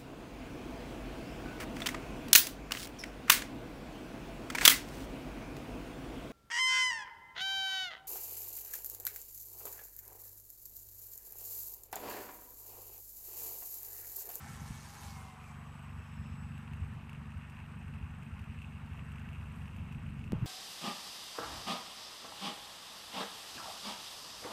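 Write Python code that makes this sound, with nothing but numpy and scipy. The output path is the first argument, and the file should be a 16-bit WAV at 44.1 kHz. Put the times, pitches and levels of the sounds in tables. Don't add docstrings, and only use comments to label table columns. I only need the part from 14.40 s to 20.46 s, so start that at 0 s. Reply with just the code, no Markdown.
import sys
import numpy as np
from scipy import signal
from scipy.io import wavfile

SR = 44100
rng = np.random.default_rng(int(sys.argv[2]) if len(sys.argv) > 2 else 0)


def volts_from_db(level):
    exponent = np.asarray(level, float) / 20
    return 10 ** exponent


def transcribe(u):
    v = np.clip(np.atleast_2d(u).T, -1, 1)
    q = np.round(v * 32767).astype(np.int16)
    wavfile.write(sys.argv[1], SR, q)


N = 267246
TIME_S = np.arange(N) / SR


def rms_one(x):
    return x / np.sqrt(np.mean(x ** 2) + 1e-20)


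def in_time(rows):
    s, *columns = np.transpose(rows)
    return [np.interp(TIME_S, s, column) for column in columns]


def swells(rows):
    return sum(volts_from_db(db) * np.exp(-((TIME_S - s) / spread) ** 2) for s, db, spread in rows)


def drift(rate):
    r = np.exp(-80 * np.pi * rate / SR)
    white = rng.standard_normal(N // 40 + 2002)
    slow = signal.lfilter([1], [1, -2 * r, r * r], white)[2000:]
    return np.interp(np.arange(N) / 40, np.arange(len(slow)), rms_one(slow))


def ring(clicks, hz, t60):
    r = volts_from_db(-60 / (t60 * SR))
    w = 2 * np.pi * hz / SR
    return signal.lfilter([0, np.sin(w)], [1, -2 * r * np.cos(w), r * r], clicks + 1e-18)


def tone(hz):
    cycles = np.cumsum(np.broadcast_to(hz, N)) / SR
    return np.sqrt(2) * np.sin(2 * np.pi * (cycles + rng.random()))


def swell_and_die(t, rise):
    return (t / rise) ** 2 * np.exp(2 - 2 * t / rise)


def burst(length_s, hz, rise):
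    t = np.arange(int(length_s * SR)) / SR
    return swell_and_die(t, rise) * np.cos(2 * np.pi * hz * (t - rise))


def add(out, s, wave):
    i = round(s * SR)
    out[i:i + len(wave)] += wave[:N - i]


def band_pass(x, low, high, order=2):
    return signal.sosfilt(signal.butter(order, [low, high], "band", fs=SR, output="sos"), x)


def coloured_noise(spectrum, patchy_db, flicker, shared):
    hz_at, db_at = np.transpose(spectrum)
    bands = round(3 * np.log2(hz_at[-1] / hz_at[0]))
    edges = np.geomspace(hz_at[0], min(hz_at[-1], .45 * SR), bands + 1)
    out, together = 0, drift(0.16)
    white = rng.standard_normal((2, N))
    for k, (low, high) in enumerate(zip(edges, edges[1:])):
        level_db = np.interp(np.log(low * high) / 2, np.log(hz_at), db_at)
        wander_db = patchy_db * (shared * together + drift(flicker))
        out = out + volts_from_db(level_db + wander_db) * band_pass(white[k % 2], low, high)
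    return rms_one(out)


# t/s, level/dB
WIND = [(0.0, -46), (0.32, -50), (0.72, -55), (1.3, -53), (1.78, -49), (2.3, -50), (2.55, -45), (2.8, -48),
        (3.09, -52), (3.4, -47), (4.5, -49), (5.3, -45), (5.85, -42), (5.95, -41), (6.06, -42)]
# f/Hz, level/dB per Hz
WIND_COLOUR = [(18, -16), (40, -7), (70, -2), (120, -3), (200, -4), (260, -18.5), (320, -24.5), (450, -23)]


def wind():
    wind_db, = in_time(WIND)
    return volts_from_db(wind_db - 5.0) * coloured_noise(WIND_COLOUR, patchy_db=2.5, flicker=7.5, shared=0.3)


# t/s, level/dB, ground-echo dip or lift/dB
AIR = [(0.0, -55, 2), (0.49, -56.5, -6), (0.67, -55, -5), (.88, -55.5, -9), (1.05, -57, -3),
       (1.35, -57, -0.5), (3.39, -59, 3.5), (4.3, -58.5, 0.5), (4.8, -57.5, 3), (5.4, -57, -3),
       (5.92, -59, -2), (6.06, -54, 0.5)]
# f/Hz, level/dB per Hz
AIR_COLOUR = [(160, -22), (280, -8), (331, -8), (454, -6.5), (574, -9.5), (932, 0.5), (1510, -2.5),
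              (2010, -6.5), (2620, -10), (3210, -16.5), (4330, -26), (5500, -28.5), (6910, -29),
              (8300, -28), (9650, -34.5), (15200, -31)]


def far_air():
    air_db, dip_db = in_time(AIR)
    air = coloured_noise(AIR_COLOUR, patchy_db=1.7, flicker=17.3, shared=0.033)
    air += (volts_from_db(dip_db) - 1) * signal.lfilter(*signal.iirpeak(1750, 3.0, fs=SR), air)
    return volts_from_db(air_db - 1.0) * air


# t/s, level/dB
ENGINE = [(0.0, -55), (0.19, -52), (0.33, -51), (0.55, -60), (0.7, -51), (0.93, -56), (1.15, -50.5),
          (1.69, -51.5), (1.76, -47), (2.22, -46), (2.57, -50), (2.82, -47.5), (3.079, -51), (3.47, -48),
          (5.13, -49.5), (5.82, -46), (5.85, -52)]
# t/s, turns done
TURNS = [(0.0, 0.25), (0.75, 18.006), (1.5, 35.876), (2.5, 59.828), (3.5, 83.722), (4.25, 101.584),
         (5.0, 119.362), (5.5, 131.145), (6.06, 144.285)]
# start/share of a turn, height, f/Hz, rise/s
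PUFFS = [
    (.638, .0056, 83.6, .0155),
    (.282, -.0081, 138.4, .0128),
    (.238, -.0038, 225.7, .013),
    (.14, .0014, 180, .015),
]
PUFF_DB = [2.9, 1.85, 1.95, 2.5]
# first t/s, last t/s, first and last level/dB in place of the soft silencer
HARD = [(.2, .2, 6, 6), (.67, .75, 12, 7), (1.46, 1.55, 5, 10), (1.59, 1.59, 12, 12),
        (1.8, 1.8, 12.5, 12.5), (1.92, 1.92, 10, 10), (2.05, 2.05, 10, 10), (2.26, 2.42, 4, 18),
        (2.47, 2.47, 9, 9), (2.97, 2.97, 13, 13), (3.47, 3.64, 9, 13), (3.72, 3.72, 7, 7),
        (3.93, 4.35, 11.5, 8), (4.44, 4.52, 9, 12.5), (4.6, 4.69, 9.5, 6), (4.73, 4.98, 9, 10.5),
        (5.03, 5.2, 11.5, 9), (5.24, 5.41, 9.5, 9.5), (5.37, 5.54, 10.5, 9), (5.58, 5.66, 5.5, 11.5),
        (5.71, 5.79, 7, 8)]
SILENCER_EVEN_DB, SILENCER_STEADY = -48.5, 0.37


def engine():
    s, turns = np.transpose(TURNS)
    count = np.arange(-1, int(turns[-1]) + 1)
    level_db = np.interp(np.interp(count, turns, s), *np.transpose(ENGINE))
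    level = volts_from_db(level_db + 46.0)
    scatter_db = rng.standard_normal((len(count), len(PUFFS))) * [2.2, 1.5, 0.34, 1.5] + PUFF_DB
    for first, last, first_db, last_db in HARD:
        first_turn, last_turn = np.interp([first, last], s, turns)
        fired = np.arange(round(first_turn), round(last_turn) + 1, 2)
        scatter_db[fired, 0] = np.linspace(first_db, last_db, len(fired))
    scatter_db[:, 0] -= SILENCER_STEADY * (level_db - SILENCER_EVEN_DB)
    out = np.zeros(N)
    for (share, height, hz, rise), puff_db in zip(PUFFS, scatter_db.T):
        for turn, gain in zip(count + share, level * volts_from_db(puff_db)):
            if turns[0] < turn < turns[-1]:
                add(out, np.interp(turn, turns, s), gain * height * burst(0.14, hz, rise))
    return out


# t/s, level/dB
SLIP = [(0.0, -63), (.15, -60.5), (.2, -64), (.27, -60), (.36, -61.5), (.44, -62), (0.59, -60.5),
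        (0.635, -57.5), (0.69, -59.5), (.8, -64.5), (0.93, -70.5), (0.97, -76), (1.09, -69.5), (1.17, -77),
        (2.4, -80.5)]
# f/Hz, level/dB per Hz
SLIP_COLOUR = [(470, -20), (800, -8), (916, 0), (1370, -18), (1650, -2), (2170, -37), (2810, -14),
               (3100, -10.5), (5070, -9.5), (6320, -9), (7640, -9.5), (8870, -11.5), (11700, -15),
               (15200, -21.5)]
# t/s, lag/ms
GROUND_LAG = [(0, 4), (1.6, 1.43)]


def slipstream():
    slip_db, = in_time(SLIP)
    lag_ms, = in_time(GROUND_LAG)
    hiss = coloured_noise(SLIP_COLOUR, patchy_db=1.5, flicker=18, shared=0.27)
    hiss = hiss * volts_from_db(0.62 * drift(57)) * (1 + 0.3 * tone(124))
    hiss += 0.5 * np.interp(np.arange(N) - lag_ms * SR / 1000, np.arange(N), hiss)
    return volts_from_db(slip_db + 1.5) * hiss


# t/s, level/dB, spread/s
WHINE = [(0, -70, .08), (.15, -69, .03), (.36, -74, .03), (.56, -76, .03), (.7, -77, .04), (.9, -89, 0.043),
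         (1.2, -78.5, 0.35), (1.6, -90, 0.099), (1.77, -80, 0.044), (2.04, -73.5, 0.15), (2.49, -85, 0.1),
         (3.21, -92, 0.12), (4.3, -92, .15), (4.78, -93.5, 0.11)]
# t/s, level/dB, spread/s
INSECT_THROB = [
    (1.119, -87, 0.16),
    (1.58, -81, 0.091),
    (1.8, -78, 0.12),
    (2.15, -86, .12),
    (4.45, -96, 0.11),
]
THROBS_PER_S = 54


def controller_whine():
    hz = 7870 + 201.3 * np.exp(-TIME_S / 0.6)
    main = swells(WHINE) * volts_from_db(2.2 * drift(13)) * tone(hz + 6 * drift(53))
    throb = 1 + 0.33 * tone(THROBS_PER_S)
    return main + swells(INSECT_THROB) * throb * tone(hz + 35 * drift(50))


# multiple of motor pitch, t/s, level/dB, spread/s
MOTOR = [(3, 0.019, -59.5, 0.18), (4, 0.038, -62.5, 0.078), (3.92, 0.38, -64.5, 0.11),
         (3.92, 0.56, -64, 0.043), (5, 0.082, -58.5, 0.043), (5, 0.32, -64, 0.16), (5, 0.76, -61, 0.14),
         (5, 0.94, -69, 0.083), (4.6, 0.076, -63, .03), (4.6, 0.25, -65, 0.078), (6, 0.66, -68, 0.087),
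         (5.86, 1.07, -63, 0.079), (2, 0.28, -64, 0.12), (2, 0.27, -65, 0.054), (3, 0.253, -59, 0.04)]


def motor_hum(prop_hz):
    motor_hz = 0.554 * prop_hz
    out = np.zeros(N)
    for multiple, *swell in MOTOR:
        waver = volts_from_db(-4.0 + 1.5 * drift(35))
        out += swells([swell]) * waver * tone(multiple * motor_hz + 6 * drift(30))
    return out


# t/s, f/Hz, level/dB
PROP = [(0, 802.6, -64), (.24, 807, -64.5), (.3, 813, -72), (.44, 806, -79), (.5, 809, -63), (.6, 806, -67),
        (.68, 803, -60.5), (.8, 765, -63.5), (.95, 745, -64.5), (1.2, 711, -70), (1.45, 670, -76),
        (1.6, 656, -100)]


def plane():
    prop_hz, prop_db = in_time(PROP)
    propeller = volts_from_db(prop_db) * tone(prop_hz + 5 * drift(28))
    shimmer = volts_from_db(1.0 * drift(24))
    return slipstream() + shimmer * (propeller + controller_whine() + motor_hum(prop_hz))


# t/s, f/Hz, level/dB
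RUSH = [
    (0, 802, -69),
    (.25, 866, -71),
    (.55, 1055, -67),
    (.8, 999, -60.5),
    (1.1, 1079, -65),
    (1.45, 1170, -64.5),
    (2, 1260, -73),
    (2.5, 1257, -80),
]
# t/s, level/dB, spread/s
SURGE = [
    (.645, -63, .03),
]
# t/s, level/dB, spread/s
WIRES = [
    (.3, -70.5, 0.24),
    (.58, -72, 0.092),
]


def airframe():
    rush_hz, rush_db = in_time(RUSH)
    rush = volts_from_db(rush_db + 2.9 * drift(40)) * tone(rush_hz + 89.65 * drift(119.9))
    surge = rms_one(band_pass(rng.standard_normal(N), 2200, 7200))
    whistle = volts_from_db(4.0 * drift(40)) * tone(6370 + 120 * drift(8) + 350 * drift(300))
    return rush + swells(SURGE) * surge + swells(WIRES) * whistle


# t/s, peak level/dB, bright tick level/dB
RATTLE = [(2.178, -42.5, -74), (2.3342, -41, -72), (2.694, -38.5, -71), (2.7305, -40.5, -73),
          (2.7485, -42, -79), (2.903, -49, -78), (3.0499, -43, -84), (3.097, -44, -72), (3.1688, -41, -80),
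          (3.1896, -44, -80), (3.2013, -41.5, -79), (3.48, -44, -76), (3.8292, -46, -74),
          (3.9927, -41, -74), (4.015, -52, -74), (2.535, -52, -77), (4.461, -54, -80), (4.698, -54, -81),
          (4.795, -52, -75), (5.17, -57, -86), (1.08, -55, -80), (5.5472, -40.5, -86), (4.041, -44.5, -80),
          (4.188, -40.5, -77), (4.2183, -38, -75), (4.245, -38, -79), (4.323, -43, -85), (4.5745, -42, -83),
          (4.5934, -38.5, -88), (4.718, -41.5, -74), (4.783, -40, -80), (4.9307, -40.5, -76),
          (4.948, -42, -81), (5.218, -45, -75), (5.2788, -40, -75), (5.363, -43, -71.5), (5.524, -43, -72),
          (5.8402, -39, -75)]
# t/s, peak level/dB
TAPS = [(0.9991, -53), (1.041, -49), (1.428, -53), (1.8477, -60), (2.0437, -56), (2.277, -48.5),
        (2.7624, -55), (2.8564, -51), (2.919, -48), (2.9703, -53), (3.02, -50), (3.122, -50), (3.5384, -48),
        (3.5885, -60), (3.9389, -51), (4.0612, -57), (4.1757, -59), (4.228, -49), (4.5325, -47),
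        (4.5535, -61), (4.7572, -47), (4.889, -45), (5.012, -50), (5.058, -53), (5.084, -61), (5.256, -47),
        (5.3442, -52), (5.732, -57), (5.7922, -47.5), (5.8774, -48)]
# t/s, level/dB
CHATTER = [(0, -72), (.85, -68), (1.05, -65.5), (3, -64.5), (6.06, -61.5)]
# f/Hz, level/dB, t60/s
TIN = [
    (2675, -2, 0.0077),
    (2545, -3.5, 0.007),
    (2227, -14, 0.057),
    (2170, -34, 0.039),
    (3200, -18, 0.029),
]


def rattle():
    chatter_db, = in_time(CHATTER)
    sizes = volts_from_db(chatter_db + 2.0 * np.minimum(rng.exponential(1, N), 3)) * rng.choice([-1, 1], N)
    knocks_per_s = 380 * volts_from_db(2.0 * drift(20))
    small = (rng.random(N) < knocks_per_s / SR) * sizes
    knocks = RATTLE + [(s, db + 5.5, db - 31.5) for s, db in TAPS]
    clear, ticks = np.zeros(N), np.zeros(N)
    fade = np.exp(-np.arange(400) / SR / 0.0099)
    for s, db, tick_db in knocks:
        add(clear, s, volts_from_db([db - 7.0]))
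        add(ticks, s, volts_from_db(tick_db + 10.5) * rng.standard_normal(400) * fade)
    contact = burst(0.0046, 2657, rise=0.00047) / 12
    small = np.convolve(small, contact)[:N]
    clear = np.convolve(clear, contact)[:N]
    out = band_pass(ticks, 3200, 11000, order=1)
    for hz, db, t60 in TIN:
        out += volts_from_db(db) * ring(volts_from_db(1.8 * drift(48)) * small + clear, hz, t60)
    return out


def cricket_chorus():
    far = band_pass(rng.standard_normal(N), 8280 - 450, 8280 + 450)
    throb = volts_from_db(2.4 * tone(27.5 + 1.12 * drift(5.8)) + 1.2 * drift(2.2))
    return volts_from_db(-83.5) * rms_one(far * throb)


# t/s, height, f/Hz, rise/s
KNOCK = [(.2155, -.011, 140, .004), (.291, .009, 60, .011), (.3045, -.016, 150, .004),
         (.314, .009, 90, .006), (5.923, 0.035, 181, 0.0042), (5.9309, 0.044, 335, 0.0012),
         (5.9308, -0.078, 152, .003), (5.938, 0.025, 170, .004), (5.947, -0.028, 120, 0.0045),
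         (5.957, 0.026, 75, .006), (5.978, 0.018, 110, .006), (6.011, 0.025, 130, .005),
         (6.022, 0.03, 140, .004), (6.0272, 0.052, 105, 0.0058), (6.04, 0.01, 297, 0.006),
         (6.05, -0.025, 110, .005)]
SNAP_S = 5.9212


def handling():
    out = np.zeros(N)
    add(out, SNAP_S, -0.043 * np.exp(-np.arange(800) / SR / 0.0015))
    rub = rms_one(band_pass(rng.standard_normal(6000), 250, 1300))
    add(out, SNAP_S + 0.017, volts_from_db(-54.5) * rub * np.exp(-np.arange(6000) / SR / 0.078))
    for s, height, hz, rise in KNOCK:
        add(out, s, height * burst(.12, hz, rise))
    return out


def stroke(hz):
    t, rise = np.arange(int(.04 * SR)) / SR, 0.0052
    sliding_hz = hz - 180 * (t / rise - 1) / 2
    return swell_and_die(t, rise) * np.sin(2 * np.pi * np.cumsum(sliding_hz) / SR)


# first stroke t/s, length/s, peak level/dB, f/Hz
CRICKET = [(1.276, .23, -64, 8040), (1.927, .05, -66, 8100), (2.327, .2, -67, 8100),
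           (2.79, 0.19, -69, 8000), (3.276, 0.19, -65, 8100), (3.669, 0.27, -66.5, 7960),
           (3.883, .05, -72, 8400), (4.035, .08, -72, 8400), (4.106, .25, -66.5, 8010),
           (4.61, 0.15, -63.5, 7920), (4.942, 0.082, -70, 8400), (5.08, .2, -65, 8030),
           (5.551, 0.21, -64, 8000), (2.993, 0.13, -70, 8450), (3.112, 0.16, -70, 8000),
           (3.5, .07, -69, 8450), (4.389, .16, -77, 8500), (2.333, .2, -76, 8360),
           (5.474, 0.089, -66, 8400)]


def cricket():
    out = np.zeros(N)
    for s, length, db, hz in CRICKET:
        for late in np.arange(0, length, 0.0367):
            louder, higher = rng.standard_normal(2)
            stroke_db = db - 5.0 - 3.5 * (2 * late / length - 1) ** 2 + 1.5 * louder
            stroke_hz = hz + 1100 * late + 65 * higher
            add(out, s + late, volts_from_db(stroke_db) * stroke(stroke_hz))
    return out


# t/s, level/dB, spread/s, f/Hz, fall/Hz per s
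BUZZ = (1.8, -79.5, .26, 5280, 300)
# t/s, level/dB, spread/s
BUZZ_NOTES = [
    (1.83, -79, 0.031),
    (1.99, -81, .02),
]


def insect_buzz():
    s, db, spread, hz, fall = BUZZ
    throb = volts_from_db(2.2 * drift(60) + 2.5 * tone(THROBS_PER_S))
    buzz = swells([(s, db, spread)]) * throb * tone(hz - fall * (TIME_S - s) + 150 * drift(400))
    return buzz + swells(BUZZ_NOTES) * tone(0.99 * hz + 70 * drift(150))


# t/s, level/dB, spread/s
GRASS = [
    (4.98, -84, 0.082),
    (5.18, -77, 0.13),
]


def grass():
    grains = rng.standard_normal(N) * volts_from_db(3.0 * drift(70))
    return swells(GRASS) * rms_one(band_pass(grains, 5000, 14000))


def scene():
    background = wind() + far_air() + cricket_chorus() + grass()
    machines = engine() + plane() + airframe() + rattle()
    return (background + machines + handling() + cricket() + insect_buzz())[None]


def top_cut(x):
    return signal.sosfilt(signal.butter(12, 15300, fs=SR, output="sos"), x)


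def record(dry):
    mix = signal.sosfilt(signal.cheby2(12, 50, 15900, fs=SR, output="sos"), dry)
    return top_cut(mix)


dry = scene()
out = record(dry)
transcribe(out)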